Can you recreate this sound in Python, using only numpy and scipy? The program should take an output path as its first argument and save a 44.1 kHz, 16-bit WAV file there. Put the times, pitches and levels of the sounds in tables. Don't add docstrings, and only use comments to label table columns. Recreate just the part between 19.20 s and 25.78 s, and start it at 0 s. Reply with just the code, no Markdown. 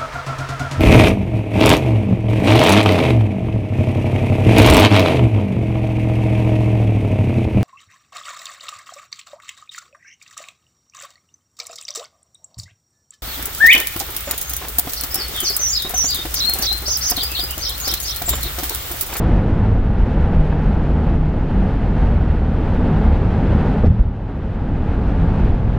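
import sys
import numpy as np
from scipy import signal
from scipy.fft import rfft, irfft
from scipy.io import wavfile
from scipy.ndimage import uniform_filter1d, minimum_filter1d

SR = 44100
rng = np.random.default_rng(int(sys.argv[2]) if len(sys.argv) > 2 else 0)


def store_pcm(level_fs):
    pcm = np.round(np.clip(level_fs, -1, 1) * 32767).astype(np.int16)
    wavfile.write(sys.argv[1], SR, np.atleast_2d(pcm).T)


N = 290178
TIME = np.arange(N) / SR
BINS = np.fft.rfftfreq(N, 1 / SR)

# frequency in Hz, relative density in dB.
SHAKE_SPECTRUM = [(8, -31), (18, 9), (26, 1), (52, 0.5), (75, -29.5)]
# frequency in Hz, relative density in dB.
BOOM_SPECTRUM = [(45, -20), (62, -3.5), (88, 1.5), (112, 2), (135, -14.5), (200, -35.5)]
# frequency in Hz, relative density in dB.
DRONE_SPECTRUM = [(70, -28.5), (110, -20.5), (135, -4.5), (180, -3), (250, -5.5), (320, -9.5), (400, -21),
                  (900, -71.5)]
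# frequency in Hz, width in Hz, lift in dB.
CABIN_RESONANCES = [(45.6, 14, 12.5), (70.5, 19, 4.5), (109.5, 18, -0.5), (142, 45, 3), (185.8, 15, 4),
                    (210.7, 6.6, 5.5), (243, 45, 2.5), (532, 23, 1.5), (886, 40, 0.5), (1065, 60, -1),
                    (1220, 110, 0.5), (1330, 55, -0.5), (1440, 70, 1), (2350, 110, -1.9), (2550, 73, 2)]
# time in seconds, level in dB.
SURFACE_LEVEL = [(0.03, 2.5), (0.19, 2.5), (0.26, 1.5), (0.35, 1), (0.53, -0.9), (0.6, -2.5), (.82, -1),
                 (1.0, 1), (1.14, 1.3), (1.21, -0.7), (1.68, -0.1), (1.94, 0.4), (1.99, -3), (2.11, -2.5),
                 (2.2, -1.5), (2.45, 1), (2.57, -1.7), (2.82, 1.4), (3.0, -1.6), (3.24, -1.6), (3.55, 1.5),
                 (3.72, 2.5), (3.9, 2.5), (4.0, 0.5), (4.22, 3), (4.54, 3.5), (4.6, 0.1), (4.76, 1.5),
                 (4.85, 1.5), (5.2, 1.5), (5.45, 0.5), (5.9, 0), (5.98, -0.9), (6.27, 2), (6.33, -1.5),
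                 (6.47, -3), (6.55, -1.3)]
# time in seconds, level in dB.
BOOM_LEVEL = [(0.5, -17.5), (1.8, -24.5), (2.22, -21), (2.85, -19), (4.4, -20.5), (5.1, -18), (6.2, -17.5)]
# centre in seconds, shake lift in dB, drone lift in dB.
BUMPS = [(.13, 5, 1.5), (.41, 0.5, 2), (.57, 6.5, 2.5), (.8, 6, 1), (1.04, 4, -1), (1.19, 8, 0.5),
         (1.5, 4.5, 3), (1.73, 1, 0.5), (1.95, 4.5, 3), (2.42, 4, -1), (2.68, 2.5, 0), (2.85, 7, -0.5),
         (3.14, -0.5, -1), (3.72, 0, 1), (3.9, 5.5, -2), (4.64, -5, 1.5), (5.5, 4, 3.5), (6.05, 1.5, -1),
         (6.28, 4.5, 0)]
BUMP_S = 0.067
# start in seconds, length in seconds, frequency in Hz, peak level in dB.
BRIEF_HUMS = [(0.285, 0.44, 105.3, -14), (0.698, 0.74, 72, -19.5), (1.115, 0.25, 153, -19.5),
              (1.417, 0.61, 71.8, -18), (1.853, 0.26, 152, -22.5), (2.281, 0.24, 192.8, -20.5),
              (2.64, 0.75, 70.34, -15.5), (3.542, 0.23, 243, -20.5), (3.66, 0.16, 155, -15.5),
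              (3.715, 0.23, 211.3, -23.5), (3.794, 0.18, 72.6, -12.5), (3.8, 0.65, 103.8, -21.5),
              (4.404, 0.25, 240, -30), (5.973, 0.14, 166.3, -14.5), (6.017, 0.4, 212.2, -25)]
# start in seconds, thud in dB, contact in Hz, slap in dB.
BLOWS = [(4.326, -14, 260, -16), (4.635, -11, 450, -7), (4.644, -8.5, 453, -16), (4.657, -10, 200, -16.5),
         (4.681, 4, 190, -27), (4.791, -4, 117, -11.5), (4.853, 4, 80.6, -34)]
# frequency in Hz, relative level in dB, 60 dB decay in seconds.
BODY_MODES = [(43, -6.5, 0.35), (67.4, -32.5, 0.045), (77.7, 1.5, 0.23), (109, -5.5, 0.54), (151, 0, 0.14),
              (195.5, -8.5, 0.64), (225.4, -7, 0.23)]
# frequency in Hz, relative density in dB.
SLAP_SPECTRUM = [(100, -13), (300, 8.5), (480, 10), (720, 4), (1100, -13.5), (3000, -44), (9000, -58.5)]
# centre in seconds, peak level in dB, pulse rate in Hz.
SHOVES = [(4.812, 8.5, 44)]
# frequency in Hz, relative density in dB.
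ROAR_SPECTRUM = [(150, -22.5), (330, 0.5), (440, 4), (600, -2.5), (880, -4.5), (1060, -10), (1500, -13),
                 (3000, -35), (8000, -94.5)]
# frequency in Hz, relative density in dB.
HISS_SPECTRUM = [(500, -13), (1050, 0.5), (1500, 0), (2100, -3), (3000, -8), (4000, -15), (5600, -24.5)]
HISS_TOP = [(8000, -33.5), (11000, -40), (14500, -52)]
# frequency in Hz, relative density in dB.
DIFFUSE_SPECTRUM = [(40, -42), (250, -2.5), (400, -7.5), (800, -8.5), (2000, -16), (3700, -21), (5800, -30),
                    (8000, -33.5)]
DIFFUSE_TOP = [(10500, -39), (13500, -43)]
FIRING_HZ = 76.9
# time in seconds, level in dB.
HUM_LEVEL = [(.4, -3.5), (1.1, -1), (2.0, 0.5), (2.22, -3), (2.8, -1), (4.4, -1), (5.0, 0), (6.4, -3.5)]
# frequency in Hz, relative density in dB.
GRIT_SPECTRUM = [(200, -10.5), (420, -0.5), (850, 4), (1100, -12), (1600, -12), (2600, -28), (5000, -47)]
# start in seconds, level in dB.
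KNOCKS = [(.162, -28), (.942, -33), (1.326, -20), (1.515, -26)]
# start in seconds, level in dB.
TICKS = [(.162, -53), (1.438, -54), (3.522, -58), (4.45, -60), (4.659, -48.5), (4.671, -52)]
# frequency in Hz, relative density in dB.
TRIM_SPECTRUM = [(1000, -35), (4200, 8), (6800, -3), (9000, -10), (12000, -15), (15000, -35)]
CEILING_DB = -1.4
EDGE_HZ = 14400


def rolling(shake_db=-19.5, boom_db=-1.0, drone_db=-23, drone_follow=0.8):
    surface, = level(SURFACE_LEVEL)
    boom_level, = level(BOOM_LEVEL)
    shake = amp(shake_db)
    boom = amp(boom_db) * boom_level
    drone = amp(drone_db) * surface ** drone_follow
    for s, shake_lift_db, drone_lift_db in BUMPS:
        swell = np.exp(-((TIME - s) / BUMP_S) ** 2)
        shake = shake * amp(shake_lift_db * swell)
        drone = drone * amp(drone_lift_db * swell)
    out, resonances = np.zeros(N), cabin()
    for gain, spectrum in ((shake, SHAKE_SPECTRUM), (boom, BOOM_SPECTRUM), (drone, DRONE_SPECTRUM)):
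        out += gain * steady(noise(shape(spectrum) * resonances), size=4500)
    for s, length_s, hz, db in BRIEF_HUMS:
        arch = np.sin(np.pi * np.clip((TIME - s) / length_s, 0, 1))
        out += amp(db) * arch * np.sin(2 * np.pi * hz * TIME)
    return out


def joint(slap_t60_s=0.037, slap_rise_s=0.0019, rise_cycles=0.31):
    out = np.zeros(N)
    for s, thud_db, contact_hz, slap_db in BLOWS:
        for hz, db, t60_s in BODY_MODES:
            reach = amp(thud_db + db) / (1 + (hz / contact_hz) ** 2)
            envelope = burst(s, rise_cycles / contact_hz, t60_s)
            out += reach * envelope * np.sin(2 * np.pi * hz * (TIME - s))
        out += amp(slap_db) * burst(s, slap_rise_s, slap_t60_s) * unit(noise(shape(SLAP_SPECTRUM)))
    for s, db, hz in SHOVES:
        u = (np.pi * hz * (TIME - s)) ** 2
        out += amp(db) * (1 - 2 * u) * np.exp(-u)
    return out


def tyres(roar_db=-30, surge_db=0.4, surge_hz=9,
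          hiss_db=-42, hiss_follow=0.85, flutter_db=0.82, flutter_hz=18):
    surface, = level(SURFACE_LEVEL)
    direct = noise(shape(HISS_SPECTRUM + HISS_TOP) * cabin())
    diffuse = noise(shape(DIFFUSE_SPECTRUM + DIFFUSE_TOP))
    ears = np.array([direct + diffuse, direct - diffuse]) / np.std(direct)
    roar_noise = steady(noise(shape(ROAR_SPECTRUM) * cabin()), size=5000)
    roar = amp(roar_db + surge_db * wander(surge_hz)) * surface * roar_noise
    hiss = amp(hiss_db + flutter_db * wander(flutter_hz)) * surface ** hiss_follow * ears
    return roar + hiss


def engine(firing_db=-27.5, double_db=-28.5, waver_ratio=0.02275, waver_hz=4, swell_db=2, swell_hz=3):
    rate_hz = FIRING_HZ * (1 + waver_ratio * wander(waver_hz))
    phase = 2 * np.pi * np.cumsum(rate_hz) / SR
    hum = level(HUM_LEVEL)[0] * amp(swell_db * wander(swell_hz))
    tones = amp(firing_db) * np.sin(phase) + amp(double_db) * np.sin(2 * phase)
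    return np.sqrt(2) * hum * tones


def grit(grit_db=-35.5, strikes_per_s=300, spread_db=3, spread_cap=2):
    surface, = level(SURFACE_LEVEL)
    strikes = rng.random(N) < strikes_per_s / SR
    signs = rng.choice([-1, 1], N)
    sizes = amp(spread_db * np.minimum(rng.exponential(1, N), spread_cap))
    stones = irfft(rfft(strikes * signs * sizes) * shape(GRIT_SPECTRUM) * cabin(), N)
    return amp(grit_db) * surface * unit(stones)


def knocks(rise_s=0.00039, t60_s=0.048):
    envelope = sum(amp(db) * burst(s, rise_s, t60_s) for s, db in KNOCKS)
    return envelope * unit(noise(shape(GRIT_SPECTRUM)))


def trim(rise_s=0.00042, t60_s=0.072):
    envelope = sum(amp(db) * burst(s, rise_s, t60_s) for s, db in TICKS)
    return envelope * np.array([unit(noise(shape(TRIM_SPECTRUM))) for ear in range(2)])


def cabin():
    return amp(sum(db / (1 + (2 * (BINS - hz) / width_hz) ** 2) for hz, width_hz, db in CABIN_RESONANCES))


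def amp(db):
    return 10 ** (np.asarray(db) / 20)


def level(rows):
    s, *columns = np.transpose(rows)
    return [amp(np.interp(TIME, s, db)) for db in columns]


def shape(points):
    hz, db = np.transpose(points)
    return amp(np.interp(np.log(BINS + 1), np.log(hz), db)) * (BINS < hz[-1])


def noise(gain):
    return irfft(rfft(rng.standard_normal(N)) * gain, N)


def unit(x):
    return x / np.sqrt(np.mean(x ** 2) + 1e-20)


def steady(x, size):
    power = uniform_filter1d(uniform_filter1d(x ** 2, size), size)
    return x / np.sqrt(power + 1e-20)


def wander(hz):
    return unit(noise(1 / (1 + (BINS / hz) ** 4)))


def burst(s, rise_s, t60_s):
    age = np.maximum(TIME - s, 0)
    return (1 - np.exp(-age / rise_s)) * np.exp(-np.log(1000) * age / t60_s)


def scene():
    return rolling() + tyres() + grit() + knocks() + engine() + joint() + trim()


def record(dry, recover_db_per_s=11, hold_samples=6001, attack_samples=400):
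    over_db = np.maximum(20 * np.log10(abs(dry).max(0) + 1e-9) - CEILING_DB, 0)
    held_db = -minimum_filter1d(-over_db, hold_samples, origin=(hold_samples - attack_samples) // 2)
    fall_db = TIME * recover_db_per_s
    recovering_db = np.maximum.accumulate(held_db + fall_db) - fall_db
    duck_db = uniform_filter1d(recovering_db, attack_samples)
    lowpass = signal.firwin(511, EDGE_HZ, window=("kaiser", 9), fs=SR)
    soft_ends = np.clip(np.minimum(TIME, TIME[::-1]) / 0.002, 0, 1)
    return signal.oaconvolve(dry * amp(-duck_db) * soft_ends, lowpass[None], "same")


dry = scene()
out = record(dry)
store_pcm(out)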